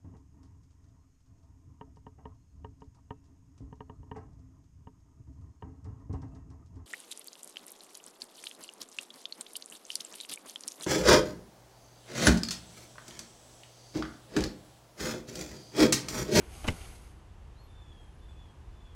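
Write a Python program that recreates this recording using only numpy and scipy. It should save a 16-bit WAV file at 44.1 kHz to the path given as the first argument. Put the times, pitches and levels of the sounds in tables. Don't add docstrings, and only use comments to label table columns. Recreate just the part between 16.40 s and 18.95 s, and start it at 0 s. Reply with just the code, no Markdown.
import sys
import numpy as np
from scipy import signal
from scipy.fft import rfft, irfft
from scipy.io import wavfile

SR = 44100
rng = np.random.default_rng(int(sys.argv[2]) if len(sys.argv) > 2 else 0)


def waveform_to_disk(signal):
    frames = np.transpose(np.atleast_2d(signal))
    scaled = np.clip(frames, -1, 1) * 32767
    samples = np.round(scaled).astype(np.int16)
    wavfile.write(sys.argv[1], SR, samples)


N = 112454
T = np.arange(N) / SR

# time in seconds, then cabinet, metal and crack levels in dB.
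CONTACTS = [(0.2693, -42.5, -64, -39), (0.2743, -51, -55, -39), (0.2783, -31, -36, -31.5),
            (0.2820, -28.5, -29.5, -37), (0.2845, -31.5, -23.5, -42), (0.2879, -50, -32, -46),
            (0.2916, -30.5, -47, -58), (0.2963, -46, -50, -57), (0.3032, -50, -57, -40.5),
            (0.3150, -50, -57, -58), (0.3227, -43, -59, -53)]


def from_db(db):
    return 10 ** (np.asarray(db) / 20)


def rms_one(x):
    return x / np.sqrt(np.mean(x ** 2) + 1e-20)


def in_time(rows):
    times, *columns = np.transpose(rows)
    return [np.interp(T, times, column) for column in columns]


def noise(spectrum):
    hz, db = np.transpose(spectrum)
    bin_hz = np.maximum(np.arange(N // 2 + 1) * SR / N, 1)
    gain = from_db(np.interp(np.log(bin_hz), np.log(hz), db))
    return rms_one(irfft(rfft(rng.standard_normal(N)) * gain, N))


def drift(corner_hz):
    bin_hz = np.arange(N // 2 + 1) * SR / N
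    return rms_one(irfft(rfft(rng.standard_normal(N)) / (1 + (bin_hz / corner_hz) ** 2), N))


def decay(start, t60):
    return (T >= start) * np.exp(-np.log(1000) * np.maximum(T - start, 0) / t60)


def swell(start, length):
    return np.sin(np.pi * np.clip((T - start) / length, 0, 1))


def strike(times, levels_db, modes, spread_db):
    ringing = np.zeros(N)
    for k, (hz, db, t60) in enumerate(modes):
        scatter_db = spread_db * rng.standard_normal(len(times))
        impulses = np.zeros(N)
        impulses[(times * SR).astype(int)] = from_db(levels_db + db + scatter_db)
        radius = np.exp(-np.log(1000) / (t60 * SR))
        angle = 2 * np.pi * hz / SR
        feedback = [1, -2 * radius * np.cos(angle), radius * radius]
        ringing += (-1) ** k * signal.lfilter([0, np.sin(angle)], feedback, impulses + 1e-18)
    return ringing


def clunk_ring():
    # mode frequency in Hz, relative level in dB, time to fall 60 dB in seconds.
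    cabinet_modes = [(137.6, -11, 0.19), (238.4, 2, 0.069), (277, -11, 0.0079), (315, -11, 0.055),
                     (370, -9, 0.028), (431.5, -4.5, 0.042), (511, -9, 0.06), (592, -9, 0.065),
                     (654, -19, 0.049)]
    metal_modes = [(803, -23, 0.076), (947, -6, 0.033), (1040, -5.5, 0.047), (1260, -17, .03),
                   (1440, -11, 0.04), (1538, -17, 0.05), (1710, -13, 0.02), (2002, -3.5, 0.028),
                   (2122, -2, 0.026), (2275, -8, 0.037), (2650, -9, 0.036), (2968, -4, 0.025),
                   (3190, -6.5, 0.013), (3950, -23, 0.027), (4610, -24, 0.049), (5300, -18, 0.035),
                   (7100, -25, 0.02), (7000, -16, 0.024)]
    times, cabinet_db, metal_db, _ = np.transpose(CONTACTS)
    cabinet = strike(times, cabinet_db, cabinet_modes, spread_db=1.5)
    return cabinet + strike(times, metal_db, metal_modes, spread_db=0)


def clunk_cracks():
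    # frequency in Hz, relative spectral density in dB.
    crack_spectrum = [(600, 6), (1300, -2.5), (2000, 1.5), (3000, 2.5), (3600, -1.5), (5000, -5.5),
                      (8000, -5.5), (11000, -15), (15500, -33)]
    envelope = sum(from_db(db) * decay(start, t60=0.028) for start, _, _, db in CONTACTS)
    return noise(crack_spectrum) * envelope


def cabinet_thump():
    # frequency in Hz, relative spectral density in dB.
    shudder_spectrum = [(30, 3), (65, 5), (110, -8), (136, 8.5), (175, 4), (230, -4), (330, -7.5),
                        (800, -46)]
    thump_s, thump_hz, rise_s, thump_t60_s = 0.2858, 86, 0.0011, 0.047
    age = np.maximum(T - thump_s, 0)
    envelope = (1 - np.exp(-age / rise_s)) * decay(thump_s, thump_t60_s)
    thump = -from_db(-18) * np.sin(2 * np.pi * thump_hz * age) * envelope
    shudder_s = 0.292
    shudder_envelope = decay(shudder_s, t60=0.16) - decay(shudder_s, thump_t60_s)
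    return thump + from_db(-27.5) * noise(shudder_spectrum) * shudder_envelope


def clunk_snap():
    # frequency in Hz, relative spectral density in dB.
    snap_spectrum = [(500, -6), (1000, 0), (1350, 1), (1650, -8), (2100, 6), (2450, -1), (2950, 3.5),
                     (3350, -2), (3800, -17), (8000, -33)]
    return from_db(-24.5) * noise(snap_spectrum) * decay(start=0.2841, t60=0.028)


def rattle():
    # frequency in Hz, relative spectral density in dB.
    rattle_spectrum = [(150, 6), (230, -11), (430, -5), (700, -2.5), (1000, -6), (1500, -16), (2100, -6.5),
                       (2450, -11), (3000, -12.5), (4000, -18.5), (8000, -20.5), (15000, -39)]
    return from_db(-36) * noise(rattle_spectrum) * decay(start=0.284, t60=0.18)


def knock():
    # frequency in Hz, relative spectral density in dB.
    tick_spectrum = [(800, -5), (1500, -6), (2000, -5), (2650, 2), (3300, -7), (3900, 0), (4700, -28),
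                     (12000, -36)]
    body_spectrum = [(60, 4.5), (140, 5), (200, -7), (370, 5), (500, -9), (640, 0), (850, -8), (1400, -8),
                     (1800, -14), (2900, -22), (4100, -27), (12000, -43)]
    start_s, rise_s = 0.2424, 0.0069
    tick = from_db(-44.5) * noise(tick_spectrum) * decay(start_s, t60=0.055)
    rise = 1 - np.exp(-np.maximum(T - start_s, 0) / rise_s)
    return tick + from_db(-25.5) * noise(body_spectrum) * rise * decay(start_s, t60=0.071)


def clothing():
    # time in seconds, level in dB.
    slide_levels = [(0, -62.5), (.10, -60), (.135, -54), (.23, -52.5), (.33, -54), (.42, -53), (.5, -55.5),
                    (.56, -57.5), (.59, -61.5), (.68, -63), (.76, -73), (.86, -80), (.95, -92)]
    # frequency in Hz, relative spectral density in dB.
    swish_spectrum = [(200, -1.5), (450, 3.5), (600, 0.5), (760, 12), (900, 1), (1450, 6.5), (1800, -3.5),
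                      (2100, 6), (2520, 1.5), (2850, 3.5), (3850, -2), (4750, 1), (5250, -2.5),
                      (5950, -2.5), (6400, 4), (6900, -2.5), (7400, -5), (8080, 1), (8500, -1), (9700, -1),
                      (10200, 3), (10700, -1), (11100, -1.5), (12050, -5.5), (12800, -15), (14300, -15),
                      (15500, -29)]
    rubbing_spectrum = [(20, -5), (40, 5), (70, 9.5), (130, -11), (200, -16.5), (400, -12), (1000, -23),
                        (3000, -63)]
    shuffle_spectrum = [(100, -6), (350, 4.5), (600, -6.5), (1400, -10.5), (2500, -11), (6000, -34)]
    grain_db = 1
    slide_db, = in_time(slide_levels)
    swish = noise(swish_spectrum) * from_db(grain_db * drift(300))
    rubbing = from_db(4) * noise(rubbing_spectrum)
    shuffle = from_db(-51) * noise(shuffle_spectrum) * decay(start=0, t60=0.79)
    return from_db(slide_db) * (swish + rubbing) + shuffle


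def cloth_scrapes():
    # start in seconds, length in seconds, level in dB.
    catches = [(0.121, 0.044, -59.5), (0.389, 0.023, -62), (0.408, 0.013, -52.5), (0.436, 0.032, -56)]
    # frequency in Hz, relative spectral density in dB.
    scrape_spectrum = [(600, -6), (1500, -4.5), (2150, 1), (2500, -3), (2950, 2.5), (3800, -9), (8000, -30),
                       (14000, -40)]
    grain_db = 3.5
    grit = rms_one(noise(scrape_spectrum) * from_db(grain_db * drift(400)))
    return grit * sum(from_db(db) * swell(start, length) for start, length, db in catches)


def bird_notes():
    # start and length in seconds, first and last pitch in Hz, pitch arch in Hz, level in dB.
    notes = [(1.24, 0.38, 3628, 3360, 10.5, -66.5), (1.438, .13, 3412, 3310, 2, -63.5),
             (1.497, 0.23, 3336, 3190, 1, -68), (1.801, 0.07, 3485, 3530, 12, -68),
             (1.875, 0.059, 3530, 3410, -1.5, -63.5), (1.931, .15, 3480, 3400, -2, -68.5),
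             (1.952, 0.21, 3420, 3195, 1, -70.5), (2.309, .23, 3504, 3410, 14.5, -68.5),
             (2.397, .25, 3400, 3200, 3, -71), (1.27, .28, 2725, 2450, 29, -78),
             (1.851, .26, 2660, 2463, -10.5, -79), (1.60, .065, 7700, 7750, 34, -74),
             (1.875, 0.097, 7900, 7700, 60, -77.5), (2.082, 0.055, 8000, 7950, 153, -76)]
    waver_hz, flutter_db, octave_db = 26, 3, -17.5
    song = np.zeros(N)
    for start, length, first_hz, last_hz, arch_hz, db in notes:
        progress = np.clip((T - start) / length, 0, 1)
        arch = swell(start, length)
        glide_hz = first_hz + (last_hz - first_hz) * progress + arch_hz * arch
        phase = 2 * np.pi * np.cumsum(glide_hz + waver_hz * drift(64.4)) / SR
        tone = np.sin(phase) + from_db(octave_db) * np.sin(2 * phase)
        song += from_db(db + flutter_db * drift(58)) * arch * tone
    return song


def bird_chirp():
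    # time in seconds, frequency in Hz, level in dB.
    contour = [(1.13, 3670, -84), (1.165, 3880, -75), (1.195, 4240, -65), (1.22, 4345, -71),
               (1.25, 4220, -68), (1.27, 4000, -84)]
    waver_hz = 26
    hz, db = in_time(contour)
    phase = 2 * np.pi * np.cumsum(hz + waver_hz * drift(62)) / SR
    return from_db(db) * np.sin(phase) * (T > contour[0][0]) * (T < contour[-1][0])


def high_whistle():
    # time in seconds, frequency in Hz, level in dB.
    contour = [(1.17, 10200, -92), (1.21, 11200, -79), (1.25, 11800, -79), (1.32, 10200, -78),
               (1.37, 9000, -99), (1.47, 8200, -85), (1.54, 8740, -83), (1.58, 10200, -87),
               (1.65, 10340, -75), (1.74, 9700, -81), (1.80, 11100, -86), (1.85, 11240, -86),
               (1.89, 9800, -80), (1.98, 8600, -95)]
    waver_hz, flicker_db = 70, 4.5
    hz, db = in_time(contour)
    phase = 2 * np.pi * np.cumsum(hz + waver_hz * drift(150)) / SR
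    sounding = (T > contour[0][0]) * (T < contour[-1][0])
    return from_db(db + flicker_db * drift(45)) * np.sin(phase) * sounding


def far_tone():
    pitch_hz, waver_hz = 1717, 20
    phase = 2 * np.pi * np.cumsum(pitch_hz + waver_hz * drift(40)) / SR
    return from_db(-81.5) * swell(start=1.2, length=0.8) * np.sin(phase)


def wall_echoes(direct):
    # delay in seconds, level relative to the direct sound in dB.
    reflections = [(.011, -7), (.029, -10)]
    return direct + sum(from_db(db) * np.interp(T - delay, T, direct, left=0) for delay, db in reflections)


def outdoors():
    # frequency in Hz, relative spectral density in dB.
    rumble_spectrum = [(15, -28), (30, -4), (45, 1), (56, -2), (80, -1), (105, -9.5), (135, -14),
                       (200, -30), (400, -83)]
    hiss_spectrum = [(40, -9.5), (90, -1.5), (140, 1.5), (200, -1), (255, -4.5), (320, -2.5), (400, -6),
                     (600, -10), (800, -8.5), (1000, -9), (1350, -15), (1700, -16), (2250, -20.5),
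                     (2650, -19), (3100, -20), (4200, -26), (6300, -27.5), (10000, -33), (12200, -37.5),
                     (13500, -47), (15500, -49)]
    return from_db(-50) * noise(rumble_spectrum) + from_db(-59.5) * noise(hiss_spectrum)


def scene():
    distant = wall_echoes(bird_chirp() + bird_notes() + far_tone())
    background = distant + high_whistle() + outdoors()
    panel = knock() + clunk_ring() + clunk_cracks() + cabinet_thump() + clunk_snap() + rattle()
    return (panel + clothing() + cloth_scrapes() + background)[None]


def record(dry):
    ceiling, cutoff_hz = 0.165, 15450
    rounded = ceiling * np.tanh(dry / ceiling)
    return signal.sosfilt(signal.ellip(10, 0.1, 80, cutoff_hz, fs=SR, output="sos"), rounded)


dry = scene()
out = record(dry)
waveform_to_disk(out)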